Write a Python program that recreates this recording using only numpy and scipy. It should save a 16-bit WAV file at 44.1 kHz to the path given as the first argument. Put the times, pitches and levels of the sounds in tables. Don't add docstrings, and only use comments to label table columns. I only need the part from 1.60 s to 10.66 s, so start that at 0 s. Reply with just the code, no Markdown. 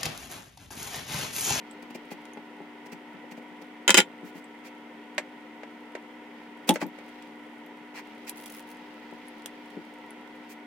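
import sys
import numpy as np
from scipy import signal
from scipy.fft import rfft, irfft
from scipy.io import wavfile
from scipy.ndimage import uniform_filter1d, minimum_filter1d

SR = 44100
rng = np.random.default_rng(int(sys.argv[2]) if len(sys.argv) > 2 else 0)


def put_to_file(sound):
    columns = np.atleast_2d(sound).T
    safe = np.clip(columns, -1, 1)
    whole_steps = np.round(safe * 32767)
    wavfile.write(sys.argv[1], SR, whole_steps.astype(np.int16))


N = 399546


def amp(db):
    return 10 ** (np.asarray(db) / 20)


def unit_rms(x):
    return x / np.sqrt(np.mean(x ** 2) + 1e-20)


def unit_burst(x, size=88):
    return x / np.sqrt(uniform_filter1d(x ** 2, size, mode="constant").max())


def curve_at(points, hz):
    f, value = np.transpose(points)
    return np.interp(np.log(hz + 1), np.log(f), value)


def add(mix, start_s, sound):
    part = mix[round(start_s * SR):][:len(sound)]
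    part += sound[:len(part)]


def highpass(x, cutoff_hz, order):
    return signal.sosfilt(signal.butter(order, cutoff_hz, "high", fs=SR, output="sos"), x)


def coloured(x, spectrum, tilt_db_oct=0, size=4096):
    hz = abs(np.fft.fftfreq(size, 1 / SR))
    octaves = np.log2(np.maximum(hz, 200) / 1000)
    log_gain = np.log(amp(curve_at(spectrum, hz) + tilt_db_oct * octaves))
    taps = np.fft.ifft(np.exp(np.conj(signal.hilbert(log_gain)))).real
    return signal.oaconvolve(x, taps[:size // 2])[:len(x)]


def burst(spectrum, tilt_db_oct=0, *, decay_s, window=88):
    t = np.arange(4096) / SR
    noise = rng.standard_normal(len(t)) * np.exp(-t / decay_s)
    return unit_burst(coloured(noise, spectrum, tilt_db_oct), window)


def ring(modes, tilt_db_oct, scatter_db, size=6615):
    hz, db, t60_s = np.transpose(modes)[:, :, None]
    t = np.arange(size) / SR
    db = db + tilt_db_oct * np.log2(hz / hz[0]) + scatter_db * rng.standard_normal(hz.shape)
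    polarity = np.where(hz > 600, rng.choice([-1, 1], hz.shape), 1)
    decay = np.exp(-np.log(1000) * t / t60_s)
    return (polarity * amp(db) * decay * np.sin(2 * np.pi * hz * t)).sum(0)


def grains(count, per_s, spread_db):
    out = np.zeros(count)
    at = np.flatnonzero(rng.random(count) < per_s / SR)
    db = spread_db * np.minimum(rng.exponential(1, len(at)), 4)
    out[at] = amp(db) * rng.choice([-1, 1], len(at))
    return out


def crackle(spectrum, ticks_per_s, spread_db, fizz_db):
    ticks = unit_rms(grains(N, ticks_per_s, spread_db))
    fizz = unit_rms(grains(N, per_s=5000, spread_db=4))
    return unit_rms(coloured(ticks + amp(fizz_db) * fizz, spectrum))


def effort(spells, attack_s, release_s):
    t = np.arange(N) / SR
    return sum(amp(db) * np.clip(np.minimum((t - s) / attack_s, (s + length_s - t) / release_s), 0, 1)
               for s, length_s, db in spells)


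# f/Hz, left-right coherence
COHERENCE = [(60, .72), (130, 0.92), (290, 0.89), (640, 1), (1410, 0.51), (3100, 0.27), (6000, 0)]
def stereo(x):
    coherence = np.clip(curve_at(COHERENCE, np.fft.rfftfreq(x.shape[1], 1 / SR)), -1, 1)
    mid, side = rfft(x) * np.sqrt([(1 + coherence) / 2, (1 - coherence) / 2])
    return irfft([mid + side, mid - side], x.shape[1])


# f/Hz, t60/s
ROOM_T60 = [(200, 0.14), (1000, 0.097), (4000, 0.079), (14000, 0.072)]
def kitchen(source, wet_db, size=16384):
    paths = np.array([source(), source()])
    hz, frame_s, noise = signal.stft(rng.standard_normal((2, size)), SR, nperseg=256)
    decay = np.exp(-np.log(1000) * frame_s / curve_at(ROOM_T60, hz)[:, None])
    tail = signal.istft(noise * decay, SR, nperseg=256)[1][:, :size]
    onset = np.clip(np.arange(size) / SR / 0.0014 - 0.5, 0, 1)
    tail = stereo(tail * onset)
    reverb = signal.oaconvolve(paths[:1], tail / np.linalg.norm(tail[0]), axes=1)[:, :N]
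    return stereo(paths) + amp(wet_db) * reverb


# f/Hz, level/dB
AIR_SPECTRUM = [(25, -35), (90, -33.5), (130, -11), (200, 3.5), (330, 2), (600, -1.5), (1000, -6),
                (1200, -6), (1650, -19.5), (2200, -7.5), (3200, -8), (4200, -23), (7500, -28.5),
                (16000, -35)]
# f/Hz, half-width/Hz, level/dB
FAN_BANDS = [(241.5, 25, -77.5), (407, 40, -59.5), (512, 19, -62), (857, 29, -63), (946.4, 54, -56),
             (1330, 15, -65.5), (1467, 37, -63.5), (1984, 243, -55.5)]
# f/Hz, level/dB, rms wander/Hz
MOTOR_TONES = [(236, -53.5, 5), (299.6, -51.5, 1.5), (734, -61.5, 3)]
def appliance(air_db=-53, drift_hz=12):
    hz = np.fft.rfftfreq(N, 1 / SR)
    power = (amp(air_db) * unit_rms(amp(curve_at(AIR_SPECTRUM, hz)))) ** 2
    for centre_hz, half_width_hz, db in FAN_BANDS:
        resonance = 1 / (1 + ((hz - centre_hz) / half_width_hz) ** 2)
        power += (amp(db) * unit_rms(resonance)) ** 2
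    out = stereo(irfft(rfft(rng.standard_normal((2, N))) * np.sqrt(power), N))
    for centre_hz, db, wander_hz in MOTOR_TONES:
        drift = unit_rms(irfft(rfft(rng.standard_normal(N)) * np.exp(-(hz / drift_hz) ** 2), N))
        phase = 2 * np.pi * np.cumsum(centre_hz + wander_hz * drift) / SR
        out += amp(db) * unit_rms(np.sin(phase))
    return out


# t/s, length/s, level/dB
HAND_MOVES = [(0, 0.82, -60.5), (4.72, 0.24, -61), (5.3, 0.49, -58.5), (6.4, 1.89, -58.5), (8.2, 0.79, -61)]
# f/Hz, level/dB
RUSTLE_SPECTRUM = [(200, -2), (450, 4), (1200, 3.5), (2500, 9.5), (5000, -1.5), (8000, -17), (12000, -15.5),
                   (16000, -17)]
def handling(holding_db=-65, sticky_rel_db=-15.5):
    hands = np.maximum(effort(HAND_MOVES, attack_s=0.056, release_s=0.13), amp(holding_db))
    rustle = crackle(RUSTLE_SPECTRUM, ticks_per_s=200, spread_db=2.5, fizz_db=3)
    sticky = unit_rms(coloured(grains(N, per_s=12, spread_db=1.5), SNAP_SPECTRUM))
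    return hands * (rustle + amp(sticky_rel_db) * sticky)


# t/s, level/dB, starting f/Hz
BUBBLE_POPS = [(0.1113, -44.5, 7750), (0.734, -54, 10000), (.735, -52.5, 6250), (2.8424, -51, 7770),
               (5.2661, -47, 13190), (6.063, -54, 12500), (7.6826, -46, 10700), (8.506, -45, 10100)]
def bubbles(decay_s=0.00087, rise_per_s=20, film_rel_db=-8):
    out, t = np.zeros(N), np.arange(SR // 20) / SR
    for s, db, hz in BUBBLE_POPS:
        add(out, s, amp(db + film_rel_db) * burst(SNAP_SPECTRUM, decay_s=0.0022))
        cycles = hz * t * (1 + rise_per_s * t / 2) + rng.random()
        add(out, s, amp(db) * unit_burst(t * np.exp(-t / decay_s) * np.sin(2 * np.pi * cycles)))
    return out


# t/s, length/s, rasp level/dB, push level/dB
KNIFE_STROKES = [(0.22, 0.014, -50, -43.5), (0.299, 0.018, -51, -41.5), (.341, .026, -44.5, -37),
                 (0.5, 0.042, -45.5, -35), (1.255, 0.021, -50, -45), (1.313, .03, -46.5, -38.5),
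                 (1.706, .028, -49, -41), (1.764, 0.033, -57, -42), (2.010, 0.022, -53, -46)]
# t/s, length/s, level/dB, tilt/(dB/oct)
FINGER_RUBS = [(2.625, .097, -57.5, 6), (2.735, 0.078, -56, 3.5), (3.032, 0.066, -49.5, 1),
               (5.07, 0.03, -37.5, 6), (5.132, .032, -44, 5), (5.196, 0.052, -40, 1),
               (6.333, 0.087, -42, -1), (6.662, 0.049, -42, 3.5), (8.881, .066, -50.5, 5.5)]
# f/Hz, level/dB
RASP_SPECTRUM = [(150, -49.5), (600, -13), (950, 5.5), (1250, -5), (1600, -2), (2400, 5.5), (3500, -10),
                 (4600, -6.5), (7000, -12), (10000, -18), (14000, -18.5), (16000, -20)]
def rasps(blade_db_oct=2):
    out = np.zeros(N)
    cuts = [(s, length_s, db, blade_db_oct) for s, length_s, db, _ in KNIFE_STROKES]
    for s, length_s, db, tilt in cuts + list(FINGER_RUBS):
        count = round(length_s * SR)
        rasp = coloured(grains(count, per_s=5000, spread_db=2), RASP_SPECTRUM, tilt)
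        add(out, s, amp(db) * unit_rms(rasp) * signal.windows.tukey(count, 0.8))
    return out


# t/s, level/dB, tilt/(dB/oct)
FRUIT_BUMPS = [(.772, -40, 3.5), (1.003, -39, -1.5), (1.541, -42.5, -14), (1.641, -46, -1),
               (1.904, -46, -9), (2.476, -44.5, -12.5), (2.631, -35, -14.5), (2.754, -37, -8),
               (5.0913, -21, 3), (5.0959, -16.5, 0.5), (5.1068, -23.5, 2.5), (5.2249, -25, -1),
               (5.256, -34, -15), (7.525, -40, -1), (8.168, -33, -6)]
# f/Hz, level/dB, t60/s
COUNTER_MODES = [(189, 17.5, 0.081), (237.6, 18, 0.062), (306.6, 9.5, 0.038), (400, -2.5, 0.036),
                 (494, 7, .05), (545.3, 7, 0.078), (666, 1.5, 0.1), (830, 7.5, 0.074), (870, 13.5, 0.083)]
# f/Hz, level/dB
THUD_SPECTRUM = [(120, -24), (200, 2.5), (320, 5), (520, 0.5), (900, -10), (1250, -20.5), (2200, -17.5),
                 (5000, -40.5), (12000, -81)]
def bumps(thud_rel_db=-3, push_db_oct=-0.5, settle_s=0.016, settle_rel_db=-12, settle_db_oct=-8.5):
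    out = np.zeros(N)
    pushes = [(s + 0.4 * length_s, db, push_db_oct) for s, length_s, _, db in KNIFE_STROKES]
    blows = list(FRUIT_BUMPS) + pushes
    settles = [(s + settle_s, db + settle_rel_db, tilt + settle_db_oct) for s, db, tilt in blows]
    for s, db, tilt in blows + settles:
        add(out, s, amp(db) * unit_burst(ring(COUNTER_MODES, tilt, scatter_db=4), size=220))
        add(out, s, amp(db + thud_rel_db) * burst(THUD_SPECTRUM, tilt, decay_s=0.0057, window=220))
    return highpass(out, cutoff_hz=165, order=6)


# t/s, length/s, level/dB
HALF_PULLS = [(6.732, 0.303, -55.5), (7.055, 0.092, -57.5)]
# f/Hz, level/dB
PULP_SPECTRUM = [(100, -35), (500, -15), (2500, 4), (4500, -1.5), (7000, -3), (9300, -5), (10600, 4.5),
                 (12000, -10), (14000, -3), (16000, -5)]
def tearing(gap_s=0.029, fibre_rel_db=14, scatter_db=4.5, tilt_db_oct=7, scatter_db_oct=3.5):
    sacs = crackle(PULP_SPECTRUM, ticks_per_s=150, spread_db=3.5, fizz_db=-10)
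    fibres = np.zeros(N)
    for start_s, length_s, _ in HALF_PULLS:
        for s in np.arange(start_s, start_s + length_s, gap_s):
            strength, brightness = rng.uniform(-1.1, 1, 2)
            snap = burst(PULP_SPECTRUM, tilt_db_oct + scatter_db_oct * brightness, decay_s=0.0023)
            add(fibres, s + gap_s * rng.random(), amp(fibre_rel_db + scatter_db * strength) * snap)
    return effort(HALF_PULLS, attack_s=0.036, release_s=0.04) * (sacs + fibres)


# t/s, level/dB, tilt/(dB/oct)
DRY_CRACKS = [(3.5803, -20, 1), (4.033, -36, -3), (4.3515, -28.5, -2), (5.080, -34, -4),
              (5.1572, -24.5, 0.5), (5.2150, -27.5, -1.5), (5.3862, -41, 0)]
WET_SNAPS = [(.654, -48, -4), (5.0905, -16, -5.5), (5.0927, -13, -2.5), (5.1075, -26, -4), (5.140, -36, 4),
             (5.624, -48, -4.5), (6.6951, -27, 5.5), (6.8595, -38, 2), (7.821, -54, -1),
             (7.8594, -30.5, -1.5)]
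# f/Hz, level/dB
CRACK_SPECTRUM = [(100, -29.5), (250, -7), (400, 6), (550, 11.5), (750, 2.5), (1100, -3), (1500, 2),
                  (2200, 5.5), (3000, -7), (5000, -11), (7500, -14.5), (12000, -28), (16000, -40)]
SNAP_SPECTRUM = [(100, -43.5), (700, 0), (1400, -7.5), (2300, -0.5), (3400, 9.5), (4300, -1.5),
                 (5500, -0.5), (7200, 2.5), (10000, 4), (12500, -2.5), (16000, -5)]
def peel():
    out = np.zeros(N)
    for s, db, tilt in DRY_CRACKS:
        add(out, s, amp(db) * burst(CRACK_SPECTRUM, tilt, decay_s=0.0059))
    for s, db, tilt in WET_SNAPS:
        add(out, s, amp(db) * burst(SNAP_SPECTRUM, tilt, decay_s=0.0016))
    return out


def orange():
    return handling() + bubbles() + rasps() + tearing() + peel()


# t/s, level/dB, tilt/(dB/oct)
KNIFE_BOUNCES = [(2.2787, -7, 0.5), (2.2932, -12, -2.5), (2.3048, -8, 0.5), (2.3433, -6, -1),
                 (2.3710, -15, -1.5), (2.3755, -8.5, 2), (2.379, -7, -2), (2.3830, -7, 1),
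                 (2.389, -16, -3.5), (2.4025, -14.5, -0.5)]
# f/Hz, level/dB
CLACK_SPECTRUM = [(40, -41), (110, -37), (175, -10.5), (390, 1), (560, -6), (720, -8.5), (920, 1.5),
                  (1200, -7), (2000, 2.5), (3200, 3), (4600, -7), (7200, -0.5), (9500, -7.5),
                  (12500, -16.5), (16000, -19)]
# f/Hz, level/dB
KNIFE_MODES = [(190, -15), (377, -9.5), (535, -8), (851, -9), (1421, -2), (1565, -6), (2018, -4),
               (2070, -1), (2159, -2), (2541, -3.5), (2998, -2.5), (3102, 5.5), (3239, -6), (3560, -1.5),
               (3640, -9), (3964, -4), (4975, -6), (6900, -10.5), (7526, -6)]
def knife_drop(ring_rel_db=-7.5, t60_1khz_s=0.077):
    modes = [(hz, db, t60_1khz_s * (hz / 1000) ** -0.15) for hz, db in KNIFE_MODES]
    out = np.zeros(N)
    for s, db, tilt in KNIFE_BOUNCES:
        add(out, s, amp(db) * burst(CLACK_SPECTRUM, tilt, decay_s=0.0025))
        add(out, s, amp(db + ring_rel_db) * unit_burst(ring(modes, tilt, scatter_db=0)))
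    return highpass(out, cutoff_hz=150, order=4)


def scene():
    return (appliance() + kitchen(bumps, wet_db=-7)
            + kitchen(orange, wet_db=-7.5) + kitchen(knife_drop, wet_db=-8))


# f/Hz, left minus right level/dB
MIC_BALANCE = [(200, 0.5), (700, 5), (1200, -2.5), (2400, -1.3), (6000, 1)]
def record(dry, ceiling=0.95, window=133, cutoff_hz=16300):
    lean_db = curve_at(MIC_BALANCE, np.fft.rfftfreq(N, 1 / SR)) / 2
    heard = irfft(rfft(dry) * amp([lean_db, -lean_db]), N)
    gain = 1 / np.maximum(abs(heard).max(0) / ceiling, 1)
    held_gain = minimum_filter1d(gain, 2 * window)
    smooth_gain = uniform_filter1d(uniform_filter1d(held_gain, window), window)
    lowpass = signal.firwin(255, cutoff_hz, window=("kaiser", 9), fs=SR)
    return signal.oaconvolve(heard * smooth_gain, lowpass[None], "same")


dry = scene()
out = record(dry)
put_to_file(out)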